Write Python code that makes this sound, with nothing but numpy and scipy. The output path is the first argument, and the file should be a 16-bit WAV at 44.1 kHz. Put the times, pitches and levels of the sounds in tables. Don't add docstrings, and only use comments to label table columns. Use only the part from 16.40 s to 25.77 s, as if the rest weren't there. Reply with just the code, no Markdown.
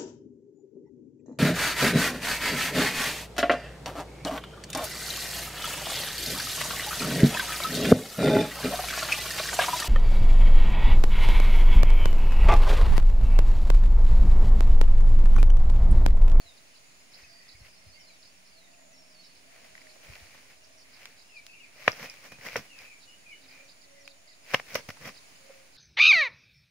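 import sys
import numpy as np
from scipy import signal
from scipy.fft import rfft, irfft, next_fast_len
from scipy.io import wavfile
from scipy.ndimage import map_coordinates

SR = 44100
rng = np.random.default_rng(int(sys.argv[2]) if len(sys.argv) > 2 else 0)


def output_pcm(signal):
    pcm = np.clip(np.atleast_2d(signal).T, -1, 1) * 32767
    wavfile.write(sys.argv[1], SR, np.round(pcm).astype(np.int16))


N = 413216

# start_s, level_db, length_s, body_weight_db
BODY_ROLLS = [(5.599, -43, 0.023, 8), (5.644, -38.5, 0.02, 12), (5.86, -47, 0.021, -1),
              (5.933, -56, 0.028, 18), (6.07, -39, 0.025, 6.5), (6.181, -41, 0.022, 18),
              (8.368, -37.5, .024, 9.5), (8.627, -47.5, 0.017, 20), (8.671, -38.5, 0.023, 16.5)]
# start_s, level_db, length_s
GRASS_STROKES = [(0.784, -55.5, 0.05), (1.07, -65, .06), (1.263, -54, .022), (3.159, -56.5, .045),
                 (3.262, -57, 0.042), (3.417, -62, .07), (3.651, -52.5, 0.019), (3.733, -51, 0.084),
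                 (3.951, -55, .1), (4.111, -54.5, .022), (4.629, -53, 0.1), (5.475, -43.5, 0.07),
                 (5.662, -48.5, 0.11), (6.13, -44, 0.076), (6.421, -49.5, 0.041), (7.149, -56, .11),
                 (7.582, -69.5, 0.049), (8.133, -40.5, 0.038), (8.311, -45, 0.035), (8.661, -54.5, 0.076),
                 (8.935, -62, .04), (9.139, -59, .14)]
# frequency_hz, relative_level_db
EARTH_TONE = [(20, -27), (45, -3), (90, -2.5), (130, -10), (220, -25.5), (500, -44), (2000, -50)]


def amp(db):
    return 10 ** (np.asarray(db) / 20)


def unit(x):
    return x / np.sqrt(np.mean(x ** 2) + 1e-20)


def along(points, hz):
    f, v = np.transpose(points)
    return np.interp(np.log(hz + 1), np.log(f + 1), v)


def add(track, s, sound):
    start = round(s * SR)
    lo, hi = max(start, 0), min(start + sound.shape[-1], N)
    if hi > lo:
        track[..., lo:hi] += sound[..., lo - start:hi - start]


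def wobble(rate, size):
    knots = rng.standard_normal(int(size * rate / SR) + 4)
    return map_coordinates(knots, [np.arange(size) * rate / SR])


def filtered(x, gain):
    size = x.shape[-1]
    half = next_fast_len(size // 2 + 2048, real=True)
    wanted = np.maximum(gain(np.fft.rfftfreq(2 * half, 1 / SR)), 1e-6)
    cepstrum = irfft(np.log(wanted))
    cepstrum[1:half] *= 2
    cepstrum[half + 1:] = 0
    return irfft(rfft(x, 2 * half) * np.exp(rfft(cepstrum)))[..., :size]


def stereo(z, hz, alike):
    likeness = np.clip(along(alike, hz), -.99, .99)
    mid = z[0] * np.sqrt(1 + likeness)
    side = z[1] * np.sqrt(1 - likeness)
    return np.array([mid + side, mid - side])


def noise(colour_db, size):
    # frequency_hz, left_right_likeness (0-1)
    width = [(30, 0.23), (70, 0.42), (200, 0.27), (600, 0.35), (1200, 0.048), (2400, 0), (4500, 0.2),
             (12000, 0.056)]
    length = next_fast_len(size, real=True)
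    hz = np.fft.rfftfreq(length, 1 / SR)
    z = stereo(rfft(rng.standard_normal((2, length))), hz, width)
    return unit(irfft(z * amp(colour_db(hz)), length)[:, :size])


def resonance_db(hz, centre, width):
    return 20 * np.log10(hz * width / np.abs(centre ** 2 - hz ** 2 + 1j * hz * width) + 1e-6)


def panned(pair, pan_db):
    return pair * amp([[pan_db / 2], [-pan_db / 2]])


def from_left(pair):
    return np.array([pair[0], np.roll(pair[1], round(.00045 * SR))])


def leaning(pair, balance, top_hz):
    size = next_fast_len(N + SR // 2, real=True)
    hz = np.fft.rfftfreq(size, 1 / SR)
    gains = amp(np.outer([.5, -.5], along(balance, hz)))
    return irfft(rfft(pair, size) * gains * (hz < top_hz), size)[:, :N]


def scatter(x, t60, colour):
    t = np.arange(SR // 2) / SR
    tail = noise(lambda hz: along(colour, hz), size=len(t)) * amp(-60 * t / t60)
    return signal.fftconvolve(np.atleast_2d(x), tail / np.linalg.norm(tail[0]), axes=1)[:, :N]


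def contact(rise, fall, colour_db, grain_db):
    # frequency_hz, left_right_likeness (0-1)
    width = [(35, .4), (70, 0.99), (150, 1), (600, 1), (1200, 0.93), (2400, 0.55), (4500, 0.063),
             (12000, 0.024)]
    lead = 4 * rise
    size = next_fast_len(int((lead + 4 * fall + .03) * SR), real=True)
    t = np.arange(size) / SR - lead
    swell = np.exp(np.minimum(t / rise, -t / fall))
    z = stereo(rfft(swell * rng.standard_normal((2, size))), np.fft.rfftfreq(size, 1 / SR), width)
    impacts = irfft(z / (np.abs(z) + 1e-12), size)
    clumps = amp(grain_db * wobble(700, size=size))
    grains = impacts * clumps * np.minimum(1, 4 * swell)
    cloud = filtered(grains, lambda hz: amp(colour_db(hz)))
    return unit(cloud) * np.sqrt(np.mean(swell ** 2)), lead


def fish(s, db, rise, fall, weight_db, spray_db, grain_db):
    # frequency_hz, relative_level_db
    flesh = [(30, -42), (70, -19), (140, -7), (260, -3.5), (360, -9.5), (500, -0.5), (860, -3.5),
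             (1200, -4), (2150, 1.5), (3050, -9.5), (3900, -17.5), (5500, -14), (8000, -34), (14000, -30.5)]
    delay_s = .00166 * rng.uniform(0.844, 1.12)

    def colour(hz):
        comb = 20 * np.log10(np.abs(1 + 0.204 * np.exp(-2j * np.pi * hz * delay_s)))
        bass = weight_db / (1 + (hz / 330) ** 3)
        treble = spray_db * (1 - 1 / (1 + (hz / 4500) ** 3))
        return along(flesh, hz) + bass + treble + comb

    blow, lead = contact(rise, fall, colour, grain_db)
    return s - lead, amp(db) * blow


def slaps():
    # start_s, level_db, contact_length_s, body_weight_db
    blows = [(5.4795, -5.5, .0016, -4.5), (5.5315, -38, .0016, 0), (5.921, -40.5, .004, 12),
             (5.986, -45, .002, 19.5), (6.158, -18.5, .001, -2), (6.161, -24, 0.002, -9),
             (6.169, -34.5, 0.011, 2), (8.1381, -23, 0.003, 4), (8.1444, -11.5, .0022, 0),
             (8.1486, -21, 0.0016, -11), (8.1983, -30, 0.0022, -11), (8.3547, -21, .0034, 2),
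             (8.3579, -25, .0034, 2), (8.4905, -33, .0045, 17), (8.504, -33.5, .003, -23),
             (8.677, -41, .004, 9), (8.692, -48, 0.0022, 11)]
    spray_from_s, spray_db_per_doubling, spray_most_db = 0.0023, 22, 13.5
    thud_hz, thud_fall_s, thud_db = 106.6, 0.007, -30.5
    out = np.zeros((2, N))
    t = np.arange(SR // 10) / SR
    push = t / thud_fall_s * np.exp(1 - t / thud_fall_s)
    thud = np.sin(2 * np.pi * thud_hz * t) * push
    for s, db, length, weight_db in blows:
        spray_db = min(spray_most_db, spray_db_per_doubling * np.log2(length / spray_from_s))
        add(out, *fish(s, db, .52 * length, length, weight_db, spray_db, grain_db=0))
        add(out, s - length, amp(db + weight_db + thud_db) * thud)
    return out


def flops():
    out = np.zeros((2, N))
    for s, db, length, weight_db in BODY_ROLLS:
        add(out, *fish(s, db, 1.15 * length, .88 * length, weight_db, spray_db=15.5, grain_db=2.5))
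    return out


def strokes(rows, spectrum, grain_db):
    out = np.zeros((2, N))
    for s, db, rise, fall in rows:
        stroke, lead = contact(rise, fall, lambda hz: along(spectrum, hz), grain_db)
        add(out, s - lead, amp(db) * stroke)
    return out


def landings(rise_s=.008, fall_s=.014):
    # start_s, level_db
    drops = [(6.177, -54), (8.497, -60)]
    return strokes([(s, db, rise_s, fall_s) for s, db in drops], EARTH_TONE, grain_db=0)


def footsteps():
    # start_s, level_db
    steps = [(0.054, -55.5), (0.829, -58), (1.15, -52), (1.208, -47), (1.468, -48), (3.693, -43.5),
             (3.821, -51)]
    heel_rise_s, heel_fall_s = .006, 0.0069
    sole_db, sole_lag_s, sole_rise_s, sole_fall_s = -13, 0.0123, 0.022, 0.038
    heels = [(s, db, heel_rise_s, heel_fall_s) for s, db in steps]
    soles = [(s + sole_lag_s, db + sole_db, sole_rise_s, sole_fall_s) for s, db in steps]
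    return strokes(heels + soles, EARTH_TONE, grain_db=0)


def swishes():
    # frequency_hz, relative_level_db
    grass = [(100, -13.5), (350, -14.5), (580, -7), (1000, -12.5), (1600, -7), (2250, 0.5), (3400, -13.5),
             (5300, -11), (8000, -25), (15000, -20)]
    return strokes([(s, db, length, 1.05 * length) for s, db, length in GRASS_STROKES], grass, grain_db=3)


def small_stems(count=6):
    stem_hz, pitch_log_spread = 2420, 0.24
    level_db, vary_db, crack_db = -7, 3, -9.5
    rows = []
    for s, db, length, *_ in GRASS_STROKES + BODY_ROLLS:
        for when, loud, pitch in rng.standard_normal((count, 3)):
            start = s + length * np.tanh(when)
            rows.append((start, db + level_db + vary_db * loud, stem_hz * np.exp(pitch_log_spread * pitch), crack_db))
    return rows


def snaps(fall_cycles=4, relative_width=0.23):
    # start_s, level_db, pitch_hz, crack_relative_to_ring_db
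    loud_snaps = [(1.268, -48, 2700, -16), (3.245, -47, 2000, -12), (3.352, -39.5, 1870, -22),
                  (3.3782, -41, 2100, -19), (3.416, -44, 2140, -24), (3.4688, -45, 1950, -18),
                  (3.558, -52.5, 617, -12), (3.735, -41, 2540, -19.5), (3.754, -40, 2600, -6),
                  (3.946, -50, 1000, -6), (4.656, -34, 2480, -5), (5.066, -37, 3840, 0),
                  (5.481, -20.5, 3507, -19.5), (5.518, -29.5, 5270, -25.5), (5.6988, -33, 5330, -14),
                  (5.71, -48, 5200, -24.5), (6.011, -40, 2000, -17), (6.059, -38, 1860, -20),
                  (6.064, -32, 1950, -26), (6.087, -32, 2250, -13), (6.121, -39, 2540, -18),
                  (6.159, -31, 466, -26), (6.166, -26.5, 5550, -10), (6.193, -41, 2160, -8),
                  (6.389, -39, 4870, -10), (7.677, -34.5, 2470, -10.5), (8.124, -38.5, 2050, -21),
                  (8.1465, -14, 2880, -17), (8.345, -27.5, 5735, -12), (8.354, -28.5, 613, -22),
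                  (8.407, -44, 2050, -4), (8.571, -47.5, 940, -6), (8.654, -49, 2000, -12),
                  (8.69, -41, 1090, -10), (9.095, -45, 536, -25)]
    # frequency_hz, gain_db
    treble = [(6300, 0.5), (8000, -6), (15000, -5)]
    out = np.zeros((2, N))
    for s, db, pitch, crack_db in loud_snaps + small_stems():
        def colour(hz):
            ring = 2 * resonance_db(hz, pitch, relative_width * pitch)
            crack = resonance_db(hz, pitch, pitch) + crack_db
            return np.maximum(ring, crack) + along(treble, hz)

        snap, lead = contact(.0003, max(fall_cycles / pitch, .0012), colour, grain_db=0)
        add(out, s - lead, amp(db) * snap)
    return out


def sung(pitch, flutter_db, flutter_rate):
    u = np.linspace(0, 1, len(pitch))
    shape = np.sqrt(np.abs(np.sin(np.pi * u))) * amp(flutter_db * wobble(flutter_rate, size=len(u)))
    return unit(shape * np.sin(2 * np.pi * np.cumsum(pitch) / SR))


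def slurs(rows, waver, flutter_db):
    out = np.zeros(N)
    for s, length, hz, fall, arch, db in rows:
        u = np.linspace(0, 1, int(length * SR))
        glide = fall * (.5 - u) - arch * (2 * u - 1) ** 2
        pitch = hz * (1 + glide + waver * wobble(148.5, size=len(u)))
        add(out, s, amp(db) * sung(pitch, flutter_db, flutter_rate=52.6))
    return out


def chatter(depth=0.1624, droop=0.043, rate=42, rasp=0.013, vary_db=1.0, flutter_db=3.5):
    # start_s, level_db (before the bird mix), middle_hz, length_s
    near_notes = [(0.159, -62.5, 4450, 0.04), (.337, -62, 4500, 0.059), (.715, -55.5, 4650, .048),
                  (0.813, -60.5, 4700, 0.028), (1.076, -57, 4600, .068), (1.819, -59, 4550, 0.047),
                  (2.049, -63, 4900, 0.052), (2.803, -61, 4820, 0.08), (2.942, -64, 4690, .05),
                  (3.384, -66, 4500, .06), (3.475, -61, 4800, 0.056), (4.207, -65.5, 5400, .08),
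                  (4.37, -61.5, 5200, 0.068), (4.51, -62, 4500, 0.078), (4.762, -62, 4500, .075),
                  (4.953, -62, 4500, 0.058), (6.597, -60, 4300, 0.064), (7.005, -62.5, 4330, 0.063),
                  (7.077, -61.5, 4400, 0.061), (7.276, -58, 4350, 0.05), (7.407, -62, 4250, 0.051),
                  (7.645, -60.5, 4350, 0.081), (7.867, -62, 4350, 0.096), (8.737, -58, 4450, 0.058),
                  (9.04, -69, 4650, .03), (9.321, -61.5, 4550, .06)]
    faint_per_s, faint_db, faint_hz, faint_s = 1.6, -71, 4550, 0.058
    faint = [((k + rng.random()) / faint_per_s, faint_db, faint_hz, faint_s)
             for k in range(int(faint_per_s * N / SR))]
    out = np.zeros(N)
    for s, db, centre_hz, length in near_notes + faint:
        u = np.linspace(0, 1, int(length * SR))
        cycles = u * length * rate * amp(vary_db * rng.normal())
        swing = signal.sawtooth(2 * np.pi * cycles + np.pi / 4, .5)
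        pitch = centre_hz * (1 + depth * swing + droop * (.5 - u) + rasp * wobble(896, size=len(u)))
        add(out, s, amp(db) * sung(pitch, flutter_db, flutter_rate=92))
    return out


def whistles():
    # start_s, level_db (before the bird mix)
    call_times = [(-.052, -60), (1.595, -65), (2.09, -65)]
    # start_s, length_s, middle_hz, fall and arch (shares of pitch), level_db (before the mix)
    high_notes = [(.83, 0.19, 4830, .085, 0.025, -59.5), (1.45, 0.029, 4800, 0.23, 0.0044, -68),
                  (2.518, 0.034, 5900, .24, 0.004, -62.5), (2.55, 0.23, 5450, 0.027, 0.013, -66.5),
                  (2.71, 0.074, 4650, 0.16, 0, -63), (2.77, 0.074, 4400, 0, -0.00082, -59),
                  (2.81, 0.056, 3990, 0.14, 0.0029, -66), (2.85, .09, 4370, 0, 0, -66),
                  (1.54, .035, 4620, 0, 0.0031, -61), (1.59, 0.039, 5540, .2, 0, -62),
                  (4.83, .11, 5210, 0.013, .055, -68), (7.24, 0.027, 5950, 0.17, -0.0042, -65),
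                  (7.595, .035, 5750, .15, -.02, -63)]
    call_s, call_hz, call_fall, call_arch = .2, 4140, 0.38, -0.05
    calls = [(s, call_s, call_hz, call_fall, call_arch, db) for s, db in call_times]
    return slurs(calls, waver=0.011, flutter_db=4) + slurs(high_notes, waver=0.007, flutter_db=3.5)


def singer():
    # start_s, length_s, middle_hz, fall and arch (shares of pitch),
    # level_db (before the clear/blurred split), clearness (0-1)
    song = [(4.888, 0.12, 2533, 0.24, -0.0072, -54.5, 0.88), (5.06, .08, 2570, 0.074, -0.0042, -63, .15),
            (5.12, .07, 2490, 0.19, -0.0091, -59.5, .4), (5.195, .07, 2490, 0.36, 0.002, -58.5, 0.44),
            (5.67, 0.047, 2477, 0, -0.0025, -56, 0.65), (5.87, 0.091, 2406, -0.012, -0.038, -59.5, 0.65),
            (6.26, 0.18, 2620, .28, .01, -59.5, .7), (6.43, 0.128, 2440, 0.11, 0, -58, .45),
            (6.665, 0.086, 2894, 0, 0.0048, -59, 0.9), (6.86, .048, 2463, .01, 0.0049, -55, 0.77),
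            (6.894, 0.059, 2260, 0.18, -.025, -52, 0.94), (6.912, 0.053, 2920, .03, 0, -60, 0.76),
            (7.09, 0.14, 2400, 0.015, 0, -62, .2), (7.545, 0.047, 2040, 0.113, 0, -63, .4),
            (.828, 0.03, 2560, -0.0076, 0.0021, -58.5, .95), (.99, .12, 2000, .03, -0.0028, -69.5, 0.27),
            (1.135, .04, 2200, -0.031, 0.0053, -62.5, .9), (1.55, 0.057, 2165, -0.017, -0.0039, -63, .4),
            (1.695, .022, 2350, .2, 0, -60, .95), (2.333, .022, 2600, .25, 0, -64, 1)]
    direct, blurred = [], []
    for *note, db, clear in song:
        clear = np.clip(clear, .01, .99)
        direct.append((*note, db + 20 * np.log10(clear)))
        blurred.append((*note, db + 10 * np.log10(1 - clear ** 2)))
    leaves = [(500, -1.5), (3000, 3.0), (10000, -11.5)]  # (Hz, dB)
    haze = scatter(slurs(blurred, waver=.03, flutter_db=4), t60=0.27, colour=leaves)
    return slurs(direct, waver=0.0052, flutter_db=4) + amp(-2.5) * haze


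def twitter(spread=0.1, glide=0.0616):
    # from_s, to_s, centre_hz, notes_per_s, middle_level_db (before the bird mix)
    flocks = [(0, 9, 5100, 14, -73.5), (.65, 1.9, 5000, 45, -70.5), (0, 9.7, 2380, 14, -71),
              (.7, 1.25, 2150, 45, -71), (1.5, 1.6, 2700, 40, -70.5)]
    notes = []
    for begin, end, centre, rate, db in flocks:
        for k in range(int(rate * (end - begin))):
            pitch, slope, arch, loud = rng.standard_normal(4)
            start, length = begin + (k + rng.random()) / rate, rng.uniform(0.0245, .08)
            hz, fall = centre * np.exp(spread * pitch), glide * (2 * slope + 1)
            notes.append((start, length, hz, fall, glide * arch / 2, db + loud))
    return slurs(notes, waver=0.015, flutter_db=10.5)


def doves(arch=0.0208):
    # start_s, length_s, pitch_hz, fall (share of pitch), level_db (before the bird mix)
    coo_notes = [(0, .14, 680, 0.024, -69), (.87, 0.15, 668, 0.037, -68), (2.127, 0.11, 650, -0.061, -69),
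                 (2.228, 0.25, 695, 0.053, -69), (2.348, 0.49, 636, .07, -70),
                 (3.189, 0.53, 628, 0.09, -66.5), (4.03, 0.54, 640, 0.037, -71.5),
                 (4.92, 0.17, 667, 0.003, -70), (7.17, 0.14, 552, -0.015, -66.5),
                 (7.449, 0.33, 560, 0.023, -63), (8.977, 0.33, 544, 0.031, -63.5)]
    rows = [(s, length, hz, fall, arch, db) for s, length, hz, fall, db in coo_notes]
    coos = slurs(rows, waver=0.016, flutter_db=2)
    return from_left([coos, coos])


def birds():
    clear, trills = whistles(), chatter()
    leaves = [(500, 1.0), (2400, -1.5), (5000, 1.5), (10000, -6.5)]  # (Hz, dB)
    direct = panned(amp(-2) * clear + amp(-3) * trills + amp(-.5) * doves(), pan_db=-1)
    twigs = scatter(amp(-5.5) * trills + amp(-13.5) * clear, t60=.06, colour=leaves)
    foliage = scatter(amp(-11.5) * (clear + trills) + amp(-1.5) * twitter(), t60=0.2, colour=leaves)
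    return direct + singer() + twigs + foliage


def drone(waver=0.01, flutter_rate=9):
    # time_s, lower_level_db, upper_level_db, upper_pitch_hz
    fades = [(0, -93, -78, 262), (1.9, -77, -82.5, 262), (2.7, -76, -73, 263), (3.7, -86, -76, 262),
             (5, -88, -80, 266), (6.4, -81.5, -77, 270), (7.05, -87, -69, 270), (7.4, -83, -77, 275),
             (9.37, -86, -77.5, 270)]
    s, *columns = np.transpose(fades)
    low_db, high_db, high_hz = [np.interp(np.arange(N) / SR, s, column) for column in columns]
    out = np.zeros(N)
    for hz, db in (185, low_db), (high_hz, high_db):
        phase = 2 * np.pi * np.cumsum(hz * (1 + waver * wobble(11, size=N))) / SR
        sine = wobble(flutter_rate, size=N) * np.sin(phase)
        cosine = wobble(2 * flutter_rate, size=N) * np.cos(phase)
        out += amp(db) * unit(sine + cosine)
    return from_left([out, out])


def open_air(drift_db=3.0):
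    # time_s, level_db (before a 1 dB cut)
    hush = [(0.0, -56.5), (2.56, -59), (3.83, -54.5), (4.18, -58), (5.4, -57.5), (5.56, -54.5),
            (7.93, -59.5), (8.3, -53), (8.92, -55), (9.37, -58.5)]
    # frequency_hz, relative_level_db
    air = [(15, -11), (60, 3.5), (130, 4), (420, 1.5), (650, 1.5), (1350, -1.5), (2500, 4.5), (3300, -2.5),
           (4600, 0), (6900, -2), (7800, -7.5), (10000, -2), (11500, -16.5), (15500, -10.5)]
    # centre_hz, width_hz, middle_level_db
    din = [(638, 169, -71.5), (2403, 2500, -72), (6890, 350, -72)]
    level_db = np.interp(np.arange(N) / SR, *np.transpose(hush))
    out = amp(level_db - 1) * from_left(noise(lambda hz: along(air, hz), size=N))
    for centre, width, db in din:
        band = noise(lambda hz: 2 * resonance_db(hz, centre, width), size=N)
        out += amp(db + drift_db * wobble(3.7, size=N)) * from_left(band)
    return out


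def scene():
    # frequency_hz, left_minus_right_db
    front = [(100, 3.5), (500, -0.5), (1100, 2), (2300, 2), (4500, 0.5), (12000, 2.5)]
    near = slaps() + flops() + landings() + footsteps() + swishes() + snaps()
    turf = [(150, -1.5), (550, -8), (1000, -5.0), (2200, -6.5), (3500, -4), (5500, 2.0), (14000, -17.0)]  # (Hz, dB)
    ground = scatter(near, t60=0.12, colour=turf)
    return leaning(near, front, SR / 2) + amp(-14.0) * ground + birds() + drone() + open_air()


def record(dry):
    # frequency_hz, left_minus_right_db
    ports = [(60, -1), (200, -3.5), (520, -2), (1200, -0.5), (2400, 1), (4300, -3), (7000, -1.5),
             (15000, -0.5)]
    return leaning(dry, ports, top_hz=15750) + .001


dry = scene()
out = record(dry)
output_pcm(out)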